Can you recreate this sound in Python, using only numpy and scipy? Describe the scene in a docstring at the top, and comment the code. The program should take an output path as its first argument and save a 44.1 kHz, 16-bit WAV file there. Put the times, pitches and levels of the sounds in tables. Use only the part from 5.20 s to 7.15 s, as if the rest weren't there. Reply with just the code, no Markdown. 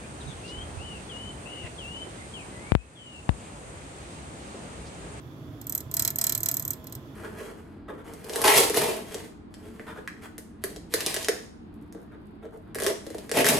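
"""Ventilation rumble, motor hum and faint whines fill an equipment room, heard on a stereo pair.
Then, close by, a small cooling fan rattles behind the louvres of a medical machine. Its rotor grazes
the frame once a turn, about 37 times a second, in uneven spells. Every graze pings and shakes the frame
and the cover: middling ones sound thinnest, the hardest knock loudest. The cabinet and the walls answer
with short echoes."""
import sys
import numpy as np
from scipy import signal
from scipy.fft import rfft, irfft
from scipy.io import wavfile
from scipy.ndimage import uniform_filter1d

SR = 44100
rng = np.random.default_rng(int(sys.argv[2]) if len(sys.argv) > 2 else 0)


def pcm_store(signal):
    """Save signal as 16-bit PCM."""
    levels = np.round(np.clip(np.atleast_2d(signal), -1, 1) * 32767)
    wavfile.write(sys.argv[1], SR, levels.astype(np.int16).T)


N = 85995
T = np.arange(N) / SR
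HZ = np.maximum(np.arange(N // 2 + 1) * SR / N, 1)


def from_db(db):
    """Decibels to gain."""
    return 10 ** (np.asarray(db) / 20)


def rms_one(x):
    """Scale to an rms of 1."""
    return x / np.sqrt(np.mean(x ** 2) + 1e-20)


def over_hz(points):
    """Read a table on a log-frequency axis."""
    hz, value = np.transpose(points)
    return np.interp(np.log(HZ), np.log(hz), value)


def resonance(x, hz, width_hz):
    """Two-pole resonance with a gain of 1 at its peak."""
    radius = np.exp(-np.pi * width_hz / SR)
    feedback = [1, -2 * radius * np.cos(2 * np.pi * hz / SR), radius ** 2]
    return signal.lfilter(np.array([1, 0, -1]) * (1 - radius ** 2) / 2, feedback, x + 1e-18)


def burst(envelope):
    """Noise under an envelope, evened out until it has no colour of its own; energy 1."""
    x = rng.standard_normal(len(envelope))
    for _ in range(12):
        spectrum = rfft(x * envelope)
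        x = irfft(spectrum / (np.abs(spectrum) + 1e-12), len(envelope))
        x = x / np.sqrt(np.abs(uniform_filter1d(x * x, size=15)) + 1e-18)
    return rms_one(x * envelope) / np.sqrt(len(x))


def clicks(times, db):
    """One click at each time."""
    out = np.zeros(N)
    out[(times * SR).astype(int)] = from_db(db)
    return out


def convolve(x, response):
    """Pass each channel through its response."""
    return signal.fftconvolve(x, response, axes=1)[:, :N]


def ventilation(level_db=-42.5, rumble_below_hz=188):
    """Air moving through the room: a swelling rumble, alike at both microphones, under a wide hiss."""
    # spectrum of the moving air: (frequency [Hz], relative level [dB])
    air_colour = [(25, -34), (50, -13), (80, -3), (130, 0.5), (155, -4), (180, -14.5), (270, -5),
                  (350, -10.5), (500, -18.5), (660, -21.5), (900, -24), (1250, -24), (2000, -33),
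                  (2700, -36), (3100, -35.5), (3430, -30), (4000, -41.5), (6000, -43), (7400, -46.5),
                  (8400, -51.5), (9800, -49.5), (12000, -42.5), (15700, -49), (16000, -63)]
    # how alike the two microphones hear it: (frequency [Hz], correlation [-1 to 1])
    air_likeness = [(60, 0.95), (130, 0.95), (290, 0.9), (640, 0.74), (1410, -0.18), (3100, 0.12),
                    (15000, 0.15)]
    # where it sits in the stereo image: (frequency [Hz], left minus right [dB])
    air_balance = [(60, -1.5), (290, -3), (640, 1), (1410, -2), (3100, -6.5), (6820, -11), (9000, -3.5),
                   (15000, -7)]
    # the rumble swells and sinks: (time [s], relative level [dB])
    rumble_levels = [(0.0, -43), (0.152, -42.5), (0.26, -37.5), (0.374, -41), (0.754, -41), (0.82, -34),
                     (0.84, -39.5), (1.124, -41.5), (1.156, -34), (1.298, -44), (1.422, -37.5),
                     (1.65, -42.5), (1.694, -38), (1.95, -46)]
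    mid, side = rfft(rng.standard_normal((2, N)))
    alike = over_hz(air_likeness)
    sides = np.array([[1], [-1]])
    noise = np.sqrt(1 + alike) * mid + sides * np.sqrt(1 - alike) * side
    colour = from_db(over_hz(air_colour) + sides * over_hz(air_balance) / 2)
    air = rms_one(irfft(noise * colour, N))
    rumble = irfft(rfft(air) / (1 + (HZ / rumble_below_hz) ** 8), N)
    swell_db = np.interp(T, *np.transpose(rumble_levels))
    swell = from_db(swell_db - swell_db.mean())
    return from_db(level_db) * (air + rumble * (swell - 1))


def hum():
    """Motors in the background: narrow bands of noise, heard as slightly wavering tones."""
    # motor hum and whines: (frequency [Hz], width [Hz], left level [dB], right level [dB])
    motor_tones = [(126.7, 8.4, -61, -56.5), (149.4, 15, -61, -56), (296.6, 21, -66, -59),
                   (631, 4, -67, -63), (659, 8.8, -66, -69), (1027, 1.5, -69.5, -63), (1290, 4.8, -75, -76),
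                   (4510, 40, -78, -87), (10430, 91, -96, -79)]
    out = np.zeros((2, N))
    for hz, width_hz, left_db, right_db in motor_tones:
        band = 1 / (1 + ((HZ - hz) / width_hz * 2) ** 2)
        tone = irfft(rfft(rng.standard_normal(N)) * band, N)
        out += from_db([[left_db], [right_db]]) * rms_one(tone)
    return out


def contact(push_times, push_db, scrape_s, right_lag_s=.00016):
    """One short scrape for each push, the same on every turn; it reaches the right microphone later."""
    pushes = [from_db(db) * np.exp(-((T[:512] - at) / scrape_s) ** 2)
              for at, db in zip(push_times, push_db)]
    scrape = burst(sum(pushes))
    return np.array([scrape, np.roll(scrape, round(right_lag_s * SR))])


def ringing(modes, times, db, boost_db=24, spread_db=2.02):
    """Every graze sets the modes of one part ringing, each a little differently."""
    out = np.zeros((2, N))
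    for k, (hz, width_hz, left_db, right_db) in enumerate(modes):
        blows = clicks(times, db + boost_db + spread_db * rng.standard_normal(len(db)))
        out += (-1) ** k * from_db([[left_db], [right_db]]) * resonance(blows, hz, width_hz)
    return out


def rasp(times, db, boost_db=25, rise_s=.0021, decay_s=.0026, friction_db=-4):
    """Many close modes, too dense to tell apart: a repeating pattern plus fresh friction noise."""
    # spectrum of a graze's rasp: (frequency [Hz], left gain [dB], right gain [dB])
    rasp_colour = [(298, -5, 1), (600, -21, -4.5), (1470, -8, -17.5), (2460, -8.5, -8), (3070, -1.5, -2),
                   (4470, -1, 3.5), (6470, 1.5, 6.5), (9000, 3.5, -3), (9400, -9, 2), (10200, -1, 7.5),
                   (11000, 1, 6), (12500, -1, 10), (14600, 6, 8), (15500, -2, 8), (16000, -21, -21)]
    t = T[:SR // 30]
    envelope = (1 - np.exp(-(t / rise_s) ** 2)) * np.exp(-t / decay_s)
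    envelope /= np.linalg.norm(envelope)
    blows = np.tile(clicks(times, db + boost_db), (2, 1))
    pattern = convolve(blows, np.array([burst(envelope), burst(envelope)]))
    friction = convolve(blows, envelope[None]) * rng.standard_normal((2, N))
    hz, *sides = np.transpose(rasp_colour)
    colour = from_db([over_hz(np.column_stack([hz, side])) for side in sides])
    return irfft(rfft(pattern + from_db(friction_db) * friction) * colour, N)


def fan_rattle():
    """The fan's direct sound: rotor, frame, cover and housing ring as the rotor grazes the frame."""
    # one graze a turn while the rotor touches:
    # (time [s], relative ping level [dB], frame re ping [dB], cover re ping [dB])
    grazes = [(0.413, -40, -6, -12), (0.4403, -57, -6, -7), (0.4675, -32, -7, -20), (0.4948, -27, -7, -21),
              (0.522, -27, -7, -21), (0.5492, -24, -8, -19), (0.5764, -27, -7, -20), (0.6035, -35, -5, -12),
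              (0.7123, -35, -4, -13), (0.7393, -23, -6, -17), (0.7664, -24, -1, -10), (0.7936, -22, -1, -6),
              (0.8209, -23, -3, -15), (0.8481, -23, -2, -6), (0.8754, -23, -2, -6), (0.9027, -25, -7, -17),
              (0.9573, -26, -7, -20), (0.9845, -24, -2, -11), (1.0118, -24, 1, -8), (1.0391, -22, -1, -8),
              (1.0664, -23, -1, -7), (1.0937, -23, -1, -8), (1.1211, -24, -2, -8), (1.1485, -24, -3, -9),
              (1.1759, -25, -8, -16), (1.2034, -31, -5, -17), (1.2306, -23, -5, -15),
              (1.2579, -24, -1, -10), (1.2853, -24, 0, -8), (1.3127, -24, -6, -14), (1.3401, -24, -6, -17),
              (1.3674, -23, -6, -17), (1.395, -25, -7, -19), (1.4224, -34, -4, -15), (1.4497, -26, -7, -22),
              (1.4771, -27, -6, -20), (1.5045, -24, -6, -19), (1.5318, -35, -4, -12),
              (1.6411, -48, -7, -12), (1.6684, -39, -7, -11), (1.6956, -54, -7, -10),
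              (1.7229, -38, -5, -10), (1.7502, -38, -6, -11)]
    # the rebounding rotor pushes frame and cover again: (time into graze [s], frame [dB], cover [dB])
    rebounds = [(.0017, 0, -1), (.0031, 0, -1), (.0045, -4, -4), (.0060, -10, 0), (.0085, -20, -9)]
    # modes of each part: (frequency [Hz], width [Hz], left gain [dB], right gain [dB])
    rotor_modes = [(10070, 550, -16, -6.5), (10370, 670, -9, -8), (11850, 190, -8, -9), (12450, 75, 5, 14),
                   (12860, 260, 3, 12.5), (13370, 310, 12.5, 14), (13940, 140, 6, 14.5),
                   (14400, 400, -5, 7), (15000, 220, -4, 1)]
    frame_modes = [(6080, 184, 1, 10.2), (6590, 157, -9, 12.4), (7246, 204, 5.5, 16.16),
                   (7730, 370, -8, 13.3), (8104, 250, 11, 12.5)]
    cover_modes = [(1851, 93, 2.1, 5.5), (2117, 140, 1.6, 1.6), (2409, 21, 8.8, 2.4),
                   (4044, 150, 14.1, 14.8), (4192, 133, 8.5, 17.3), (5040, 92, 11, 15.4),
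                   (5430, 100, 3.7, 12.2)]
    housing_modes = [(617, 51, 2.5, 2), (674, 53, 4, 4.5), (961, 42, -1.5, 0.5), (1323, 129, -5, -5),
                     (1719, 19.4, 2.5, 1), (1909, 86, -2.5, -1)]  # hollow, shaken through the frame
    times, ping_db, frame_re_ping, cover_re_ping = np.transpose(grazes)
    frame_db, cover_db = ping_db + frame_re_ping, ping_db + cover_re_ping
    push_times, on_frame, on_cover = np.transpose(rebounds)
    panel_ring = ringing(cover_modes, times, cover_db) + ringing(housing_modes, times, frame_db)
    rotor_ring = ringing(rotor_modes, times, ping_db)
    rotor = convolve(rotor_ring, contact([.0012], [0], scrape_s=.00042))  # struck once a graze
    frame_ring = ringing(frame_modes, times, frame_db)
    frame = convolve(frame_ring, contact(push_times, on_frame, scrape_s=.0005))
    panels = convolve(panel_ring, contact(push_times, on_cover, scrape_s=.0006))
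    return rotor + frame + panels + rasp(times, cover_db)


def echoes(sound, t60_s, delay_s, size=16384):
    """Walls return a dying cloud of reflections, different at each microphone."""
    # the walls keep more of the midrange than of the treble: (frequency [Hz], gain [dB])
    wall_colour = [(600, 10), (2000, 11.5), (4000, 1), (7000, -0.5), (10000, 0), (13000, -1)]
    t = T[:size]
    envelope = np.clip(t / delay_s - .5, 0, 1) * from_db(-60 * t / t60_s)
    cloud = np.array([burst(envelope), burst(envelope)])
    response = irfft(rfft(cloud, N) * from_db(over_hz(wall_colour)), N)[:, :size]
    return convolve(sound, response)


def scene():
    """The fan close by in its cabinet, with the room's echo, ventilation and hum behind it."""
    fan = fan_rattle()
    near = fan + from_db(-12) * echoes(fan, t60_s=.045, delay_s=.004)  # inside the cabinet
    room = from_db(-18) * echoes(near, t60_s=.26, delay_s=.008)
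    return ventilation() + hum() + near + room


def record(dry):
    """The microphone feed passes a steep low-pass, 60 dB down at 17.1 kHz."""
    return signal.sosfilt(signal.cheby2(16, 60, 17100, fs=SR, output="sos"), dry)


dry = scene()
out = record(dry)
pcm_store(out)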